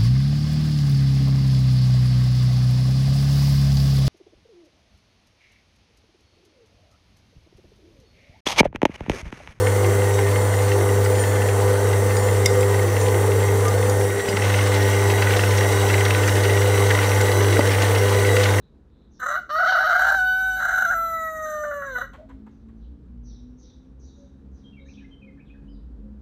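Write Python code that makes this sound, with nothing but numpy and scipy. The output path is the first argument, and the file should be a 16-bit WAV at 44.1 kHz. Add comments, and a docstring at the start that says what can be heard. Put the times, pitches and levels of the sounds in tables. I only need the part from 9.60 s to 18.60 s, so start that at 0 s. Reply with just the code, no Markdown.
"""Mixer-driven meat mincer

A stand mixer drives a meat mincer on a kitchen counter. The motor hums at multiples of twice the mains,
whines at a pitch that sags as the screw bites, and roars as shaped noise through its housing.
Gear teeth tick as grazed ringing modes, meat crunches in grainy noise bursts, a spoon clinks on the tray,
bowls knock. Midway the sound crossfades into a brighter one and the hum dips."""
import sys
import numpy as np
from scipy import signal
from scipy.io import wavfile
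from scipy.ndimage import uniform_filter1d

SR = 44100
rng = np.random.default_rng(int(sys.argv[2]) if len(sys.argv) > 2 else 0)


def master(y):
    """Save y as 16-bit WAV."""
    cut = np.clip(np.atleast_2d(y).T, -1, 1)
    pcm = np.round(cut * 32767)  # scale
    wavfile.write(sys.argv[1], SR, pcm.astype(np.int16))


N = 396900
T = np.arange(N) / SR

# Whine pitch at the turning points of each bite of the screw: time_s, pitch_hz
WHINE_PITCH = [(-.2, 1847), (.08, 1781), (.47, 1891), (.97, 1761), (1.27, 1885), (1.751, 1752),
               (2.04, 1866), (2.3, 1905), (2.57, 1790), (3.08, 1910), (3.35, 1801), (3.6, 1850),
               (3.86, 1915), (4.211, 1805), (4.62, 1921), (4.97, 1810), (5.5, 1945), (5.87, 1847),
               (6.12, 1927), (6.36, 1948), (6.599, 1834), (7.17, 1957), (7.46, 1877), (7.829, 1988),
               (8.221, 1810), (8.62, 1967), (9.05, 1835)]
# Hum partials: multiple_of_hum, dull_relative_db, bright_relative_db, waver_db
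HUM_PARTIALS = [(1, 0.5, 1, 0.56), (2, -23.5, -22, 1.5), (3, -19, -16, 1.5), (3.5, -30, -34, 10),
                (4, -7.5, -8, 1.5), (5, -7, -10.5, 2.5), (6, -23, -20, 1), (8, -24, -23, 1.5),
                (10, -25.5, -24, 4.5), (12, -35.5, -38, 7), (15, -28, -24, -1)]
# Counter buzz: time_s, level_db
COUNTER_BUZZ = [(0.0, -22), (0.12, -32), (4.21, -27), (4.81, -34), (8.72, -26), (9.0, -36)]
# Whine partials: multiple_of_whine, offset_in_multiples_of_hum, dull_base_db, bright_base_db
WHINE_PARTIALS = [(1, 0, -43.5, -41.5), (1, 1, -54, -54), (2, -0.15, -55, -50.5), (2.5, -0.5, -58, -60),
                  (3, 0, -58, -50.5), (4, -0.5, -46, -48), (5, 0, -47, -48.5), (4, 6, -61, -57)]
# Housing resonances: centre_hz, width_hz, dull_lift_db, bright_lift_db
HOUSING_MODES = [(374, 48, 2, 11), (874, 98, 5, -2), (1178, 50, 4.5, 9), (1497, 62, 4.5, 13.5),
                 (1914, 70, 4.5, 5.5), (2076, 87, 10.5, 8.5), (2890, 230, 3.5, 16.5), (3230, 74, 8.5, 7),
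                 (3430, 83, -2.5, 11.5), (3900, 240, 2.5, 10.5), (4420, 230, 4, 1), (5630, 230, 5.5, 2),
                 (6100, 520, 7.5, 9), (7700, 190, 5.5, 5.5), (8370, 190, 2.5, 6), (8900, 95, 6.5, 13),
                 (10540, 170, 5, 4), (12300, 300, 7, -1), (14700, 600, 13, -2)]
# Roar spectrum, dull: frequency_hz, relative_density_db
DULL_ROAR = [(12, -66), (20, -32), (42, -23), (66, -20.5), (101, -10), (129, -24), (153, -17.5), (343, -15),
             (492, -8), (566, -12.5), (2040, -24.5), (2340, -32.5), (5110, -37.5), (8910, -29.5),
             (15600, -43.5)]
# Roar spectrum, bright: frequency_hz, relative_density_db
BRIGHT_ROAR = [(12, -65), (20, -31), (42, -25), (66, -17), (101, -13.5), (129, -24), (153, -20.5),
               (245, -24.5), (479, -15), (669, -12), (1340, -21), (2040, -17), (2410, -28), (6210, -30),
               (15600, -33.5)]
# Gear pace: time_s, turns_made
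GEAR_TURNS = [(.071, 0), (4.227, 24), (4.770, 27), (8.982, 52)]
# Tick of each gear tooth: dull_base_db, bright_base_db
TOOTH_LEVELS = [(-20.5, -17.5), (-37, -16.5), (-27, -21), (-32, -21)]
# Loudest gear ticks: start_s, peak_db
LOUD_TICKS = [(0.0686, -15.5), (.4189, -22), (0.758, -18), (1.2885, -21), (1.459, -16.5), (0.9388, -15),
              (1.117, -16), (1.6367, -18), (1.8188, -17), (2.156, -19), (3.1413, -19.5), (3.3662, -17),
              (4.7693, -13.5), (4.9412, -12), (5.1636, -16), (5.5, -14.5), (5.6221, -10.5), (5.7068, -14),
              (5.7927, -13), (6.0096, -16), (5.836, -12.5), (6.2987, -14), (6.341, -10.5), (6.4067, -13),
              (6.548, -12), (6.681, -12.5), (7.3035, -12), (7.349, -12.5), (7.3886, -10), (7.806, -17),
              (8.1364, -16), (8.3589, -13), (8.6894, -14.5), (8.766, -10.5), (8.8104, -14)]
# Ringing modes of the mincer head: nominal_hz, relative_db, t60_s
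HEAD_MODES = [(1470, -0.5, 0.019), (1943, 2, 0.016), (2057, 3, 0.028), (2440, -12, 0.012),
              (2754, -4, 0.023), (3170, -7, 0.016), (4020, -8, 0.0066), (4770, -12, 0.0055),
              (5630, -15, 0.0064)]
# Loudest meat crunches: start_s, peak_db
LOUD_CRUNCHES = [(1.8856, -21), (3.484, -18), (5.731, -14.5), (5.7642, -15), (6.452, -16), (6.502, -20),
                 (7.309, -9), (8.072, -15), (8.118, -18), (8.2181, -17), (8.8325, -13)]
# Spoon and tray clinks: start_s, ring_peak_db, strongest_ring_hz
SPOON_CLINKS = [(1.022, -25, 6500), (1.448, -22, 8020), (1.499, -26, 8100), (2.567, -18.5, 6830),
                (2.859, -4, 5630), (3.008, -20.5, 8370), (3.413, -22, 6550), (4.082, -21.5, 6260),
                (4.297, -17.5, 6800), (4.687, -19, 2900), (5.973, -20, 6370), (6.676, -18.5, 6100),
                (7.548, -23, 6750), (7.611, -19, 6800), (7.991, -23, 4670), (8.222, -22, 6570)]
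# Ringing modes of the tray: pitch_hz, relative_db, t60_s
TRAY_MODES = [(2110, -2, 0.025), (3620, -14, 0.044), (4930, -11, 0.071), (5630, -9.5, 0.025),
              (6500, -27, 0.04), (7280, -4, 0.021), (7970, -23, 0.025), (8800, -14.5, 0.029),
              (11100, -11, 0.014), (13500, -31, 0.01)]
# Bowl knocks: start_s, peak_db, pitch_hz, t60_s
BOWL_KNOCKS = [(.588, -15, 1006, 0.053), (2.853, -20, 110, 0.037), (4.688, -16.5, 224, 0.043),
               (4.738, -18, 203, 0.034), (5.768, -13.5, 702, 0.079), (7.992, -3, 570, 0.048),
               (8.232, -10.5, 686, 0.032)]

BLEND_FROM_S, BLEND_TO_S = 4.42, 4.885
BRIGHT_SHARE, BRIGHT_BEND = 0.47, 1.5
HUM_HZ, HUM_DB = 100.04, -19.5
OUT_OF_STEP_PERIODS = 0.4753  # between dull and bright hum: the fundamental nearly cancels midway
DRONE_HZ, DRONE_DULL_DB, DRONE_BRIGHT_DB = 870, -52, -38
REFERENCE_HZ, REFERENCE_CREEP_HZ_PER_S = 1830, 16  # whine pitch from which sag is counted
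STRAIN_DB_PER_100_HZ = 3
ROAR_DULL_DB, ROAR_BRIGHT_DB = -26, -25
TREBLE_HZ, TREBLE_OPEN_S, TREBLE_DIP_DB = 9100, 5.5, -2
BITE_DB, SCRAPE_S = 2.5, 0.0025
CRUNCH_BASE_HZ, CRUNCH_TOP_HZ, CRUNCH_S = 1490, 4320, 0.0065  # top and length vary per crunch
TICK_CRUNCH_DB, POP_DB = -11, -4.5  # relative to the tick, to the crunch
CRACKLES, CRACKLE_BASE_DB = 460, -33
SNAP_DB, SNAP_T60_S = -2.5, 0.025
EDGE_HZ = 15720


def amp(db):
    """Gain of a dB value."""
    return 10 ** (np.asarray(db) / 20)


def evened(x):
    """Scales to rms 1."""
    return x / np.sqrt(np.mean(x ** 2) + 1e-20)


def curve(rows, t):
    """A (time, value) table at times t."""
    at, value = np.array(rows).T
    return np.interp(t, at, value)


def wander(hz):
    """Smoothed random drift of rms 1, varying at up to about hz."""
    knots = np.arange(0, N / SR + 2 / hz, .5 / hz)
    drift = np.interp(T, knots, rng.standard_normal(len(knots)))
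    return evened(uniform_filter1d(drift, int(SR / hz / 4)))


def blend(t):
    """Share of the brighter sound, 0 to 1."""
    return np.clip((t - BLEND_FROM_S) / (BLEND_TO_S - BLEND_FROM_S), 0, 1)


def brightness(t):
    """Share of the bright roar and housing colour, 0 to BRIGHT_SHARE."""
    return np.clip(BRIGHT_SHARE * blend(t) ** BRIGHT_BEND, 0, 1)


def housing_db(hz, bright):
    """Lift from the housing at hz: a sum of resonance peaks."""
    lift_db = 0
    for centre_hz, width_hz, dull_db, bright_db in HOUSING_MODES:
        peak_db = dull_db + bright * (bright_db - dull_db)
        lift_db = lift_db + peak_db / (1 + ((hz - centre_hz) / (width_hz / 2)) ** 2)
    return lift_db


def motor():
    """Whine pitch in Hz, easing between the listed points as the screw loads and frees the motor."""
    at, hz = np.transpose(WHINE_PITCH)
    index = np.arange(len(at))
    place = np.interp(T, at, index)
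    eased = np.floor(place) + np.sin(np.pi / 2 * (place % 1)) ** 2
    return uniform_filter1d(np.interp(eased, index, hz), int(.08 * SR))


def hum(speed):
    """Magnetic pull at twice the mains; load weakens the fourth multiple, which surges on recovery."""
    sag_percent = 100 * (1 - speed / uniform_filter1d(speed, int(.8 * SR)))
    gaining_percent_per_s = uniform_filter1d(-np.gradient(sag_percent) * SR, 4000)
    load_db = np.minimum(-2.4 * sag_percent + 0.06 * gaining_percent_per_s, 1.5)
    out, over = np.zeros(N), blend(T)
    for order, dull_db, bright_db, waver_db in HUM_PARTIALS:
        level_db = dull_db + over * (bright_db - dull_db) + waver_db * wander(7)
        if order == 4:
            level_db = level_db + load_db
        turns = order * HUM_HZ * T + rng.random() + 0.0063 * waver_db * wander(9)
        dull = np.sin(2 * np.pi * turns)
        bright = np.sin(2 * np.pi * (turns - order * OUT_OF_STEP_PERIODS))
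        out += amp(level_db) * ((1 - over) * dull + over * bright)
    return np.sqrt(2) * amp(HUM_DB) * out


def buzz():
    """Counter resonance: noise between the fourth and fifth hum multiples, plus a thin wavering drone."""
    drone_db = DRONE_DULL_DB + blend(T) * (DRONE_BRIGHT_DB - DRONE_DULL_DB) + 3.2 * wander(2.5)
    drone_turns = np.cumsum(DRONE_HZ + 5.8 * wander(5)) / SR
    drone = amp(drone_db) * np.sin(2 * np.pi * drone_turns)
    b, a = signal.butter(2, [436, 486], "bandpass", fs=SR)
    rattle = evened(signal.lfilter(b, a, rng.standard_normal(N)))
    return drone + amp(curve(COUNTER_BUZZ, T)) * rattle


def whine(speed):
    """Commutator tone and blurred partials, lifted by housing resonances; sag lifts the dull whine."""
    turns = np.cumsum(speed * (1 + 0.00149 * wander(40))) / SR
    over = blend(T)
    sag_hz = REFERENCE_HZ + REFERENCE_CREEP_HZ_PER_S * T - speed
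    strain_db = STRAIN_DB_PER_100_HZ * (1 - over) * sag_hz / 100
    bright, out = brightness(T[::64]), np.zeros(N)
    for order, side, dull_db, bright_db in WHINE_PARTIALS:
        coarse_db = 1.42 * housing_db(order * speed[::64] + side * HUM_HZ, bright)
        lift_db = np.repeat(coarse_db, 64)[:N]
        blur_turns = 0.02 * order * wander(120)
        level_db = dull_db + over * (bright_db - dull_db) + lift_db + strain_db + 2.9 * wander(9)
        phase = order * turns + side * HUM_HZ * T + blur_turns
        out += amp(level_db) * np.sin(2 * np.pi * phase)
    return out


def roar():
    """Brush, fan and gear noise: patchy random spectra; the treble throbs at the hum rate and flutters."""
    frames, hz = N // 512 + 5, np.fft.rfftfreq(2048, 1 / SR)[:, None]
    t = np.arange(frames) * 512 / SR
    real, imaginary, patches = rng.standard_normal((frames, 1025, 3)).T
    patches = evened(uniform_filter1d(uniform_filter1d(patches, 20, 0), 10, 1))

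    def spectrum_db(rows):
        at_hz, db = np.array(rows).T
        return np.interp(np.log(hz + 1), np.log(at_hz), db)

    dull_db, bright_db = spectrum_db(DULL_ROAR), spectrum_db(BRIGHT_ROAR)
    bright = brightness(t)
    shape_db = dull_db + bright * (bright_db - dull_db) + housing_db(hz, bright) + 1.3 * patches
    # top treble sinks in the blend and returns slowly
    dip_db = np.interp(t, [BLEND_FROM_S, BLEND_TO_S, TREBLE_OPEN_S], [0, TREBLE_DIP_DB, 0])
    shape_db += (hz > TREBLE_HZ) * dip_db
    spectra = (real + 1j * imaginary) * amp(shape_db)
    noise = evened(signal.istft(spectra, nperseg=2048, noverlap=1536)[1][:N])
    highpass = signal.butter(2, 2500, "highpass", fs=SR, output="sos")
    treble = signal.sosfiltfilt(highpass, noise)
    throb = 0.077 * np.sin(2 * np.pi * HUM_HZ * T) + 0.072 * wander(60)
    over = blend(T)
    level = np.hypot((1 - over) * amp(ROAR_DULL_DB), over * amp(ROAR_BRIGHT_DB))
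    return level * (noise + throb * treble)


def add(mix, s, sound):
    """Adds a sound at second s."""
    part = mix[round(s * SR):][:len(sound)]
    part += sound[:len(part)]


def ring(modes, size=4000):
    """Sum of (hz, db, t60_s) dying modes with random phases and a soft 1 ms start, peak 1."""
    t = T[:size]
    out = np.zeros(size)
    for hz, db, t60_s in modes:
        out += amp(db - 60 * t / t60_s) * np.sin(2 * np.pi * (hz * t + rng.random()))
    out = out * (1 - np.exp(-t / 0.00026))
    return out / abs(out).max()


def graze(sound):
    """Smears a hit over a short rough contact of sparse random impulses, peak 1."""
    t = T[:700]
    sparse = rng.random(700) < .15
    contact = rng.standard_normal(700) * np.exp(-t / SCRAPE_S) * sparse
    out = np.convolve(sound, contact + (t == 0))
    return out / abs(out).max()


def crunch():
    """Grainy burst of wide noise, peak 1; each has its own length and brightness."""
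    t = T[:2000] / (CRUNCH_S * rng.uniform(0.54, 1.15))
    band_hz = [CRUNCH_BASE_HZ, CRUNCH_TOP_HZ * rng.uniform(0.51, 1.36)]
    b, a = signal.butter(2, band_hz, "bandpass", fs=SR)
    grain_db = 5.2 * np.repeat(rng.standard_normal(50), 40)
    grains = rng.standard_normal(2000) * amp(grain_db)
    out = signal.lfilter(b, a, grains) * np.sqrt(t) * np.exp(-t)
    return out / abs(out).max()


def gears(speed):
    """Teeth tick unevenly in step with the motor, each ringing the head a little differently."""
    spun = np.cumsum(speed) / SR
    at, turns = np.transpose(GEAR_TURNS)
    teeth = len(TOOTH_LEVELS)
    tooth = np.arange(4 * turns[-1] + 1).astype(int)
    spun_at_tooth = np.interp(tooth / teeth, turns, np.interp(at, T, spun))
    when = np.interp(spun_at_tooth, spun, T)
    slowing = np.interp(when, T, evened(-np.gradient(speed)))
    dull_db, bright_db = np.array(TOOTH_LEVELS)[tooth % teeth].T
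    chance = rng.standard_normal((len(when), 2))
    # in the bright sound ticks swell as the motor slows
    level_db = dull_db + blend(when) * (bright_db - dull_db + BITE_DB * slowing)
    level_db += 0.53 * np.clip(chance[:, 0], -3, 1.5)
    # a listed loud tick replaces any regular one within 15 ms
    free = abs(when[:, None] - np.array(LOUD_TICKS)[:, 0]).min(axis=1) > .015
    regular = list(zip(abs(when + .0025 * chance[:, 1])[free], level_db[free]))
    out = np.zeros(N)
    for s, db in LOUD_TICKS + regular:
        add(out, s, amp(db + TICK_CRUNCH_DB) * crunch())
        modes = [(hz * rng.uniform(0.944, 1.05), mode_db + 0.54 * rng.standard_normal(), t60_s)
                 for hz, mode_db, t60_s in HEAD_MODES]
        add(out, s, amp(db) * graze(ring(modes, size=2000)))
    return out


def meat():
    """Meat crunches and crackles, each popping the head's modes; crackles are louder in the bright sound."""
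    out = np.zeros(N)
    stray = rng.random((CRACKLES, 2)) * [N / SR, 1]
    crackles = [(s, CRACKLE_BASE_DB + 8.3 * blend(s) - 2.0 * np.log(u + 0.024)) for s, u in stray]
    for s, db in LOUD_CRUNCHES + crackles:
        add(out, s, amp(db) * crunch())
        modes = [(hz * rng.uniform(0.92, 1.09), .5 * mode_db, t60_s) for hz, mode_db, t60_s in HEAD_MODES]
        add(out, s, amp(db + POP_DB) * ring(modes, size=1000))
    return out


def handling():
    """A clink rings its own spot and the whole tray under a dry snap; a bowl knock is a short dull push."""
    out = np.zeros(N)
    for s, db, hz in SPOON_CLINKS:
        spot = [(hz, 3.5, .022), (0.97 * hz, -4, .015)]
        add(out, s, amp(db) * graze(ring(TRAY_MODES + spot)))
        snap = signal.lfilter([1, 0, -1], [1, -.9, .45], rng.standard_normal(2000)) / 4
        add(out, s, amp(db + SNAP_DB - 60 * T[:2000] / SNAP_T60_S) * snap)
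    for s, db, hz, t60_s in BOWL_KNOCKS:
        modes = [(hz, 0, t60_s), (0.47 * hz, -3, t60_s), (0.79 * hz, -4, t60_s),
                 (1.55 * hz, -5, 0.81 * t60_s), (2.1 * hz, -12, .5 * t60_s)]
        add(out, s, amp(db) * ring(modes))
    return out


def kitchen(x):
    """Room tail: sparse reflections of random sign, dying with a 0.41 s t60."""
    taps = np.zeros(SR // 3)
    at = np.arange(200, len(taps) - 20, 20)
    taps[at + rng.integers(0, 20, len(at))] = rng.choice([-1., 1.], len(at))
    taps *= amp(-60 * T[:len(taps)] / 0.41)
    return signal.fftconvolve(x, taps / np.linalg.norm(taps))[:N]


def scene():
    """Motor, gears, meat and handling, heard close; only the hits feed the room."""
    speed = motor()
    hits = gears(speed) + meat() + handling()
    machine = hum(speed) + buzz() + whine(speed) + roar()
    return (machine + hits + amp(-12) * kitchen(hits))[None]


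def record(dry):
    """A limiter ducks just after sharp peaks, then a clip and a low-pass bound the sound."""
    peak_db = 20 * np.log10(abs(dry[0]) + 1e-9)
    fall_db = np.arange(N) * 130.0 / SR  # held peak falls 130 dB/s
    held_db = np.maximum.accumulate(peak_db + fall_db) - fall_db
    over_db = np.maximum(held_db + 6.5, 0)
    late_db = np.concatenate([np.zeros(250), uniform_filter1d(over_db, 450)])[:N]  # a few ms late
    ducked = np.clip(dry / amp(0.8 * late_db), -.97, .97)
    lowpass = signal.firwin(1023, EDGE_HZ, window=("kaiser", 9), fs=SR)
    return signal.oaconvolve(ducked, lowpass[None], "same")


dry = scene()
out = record(dry)
master(out)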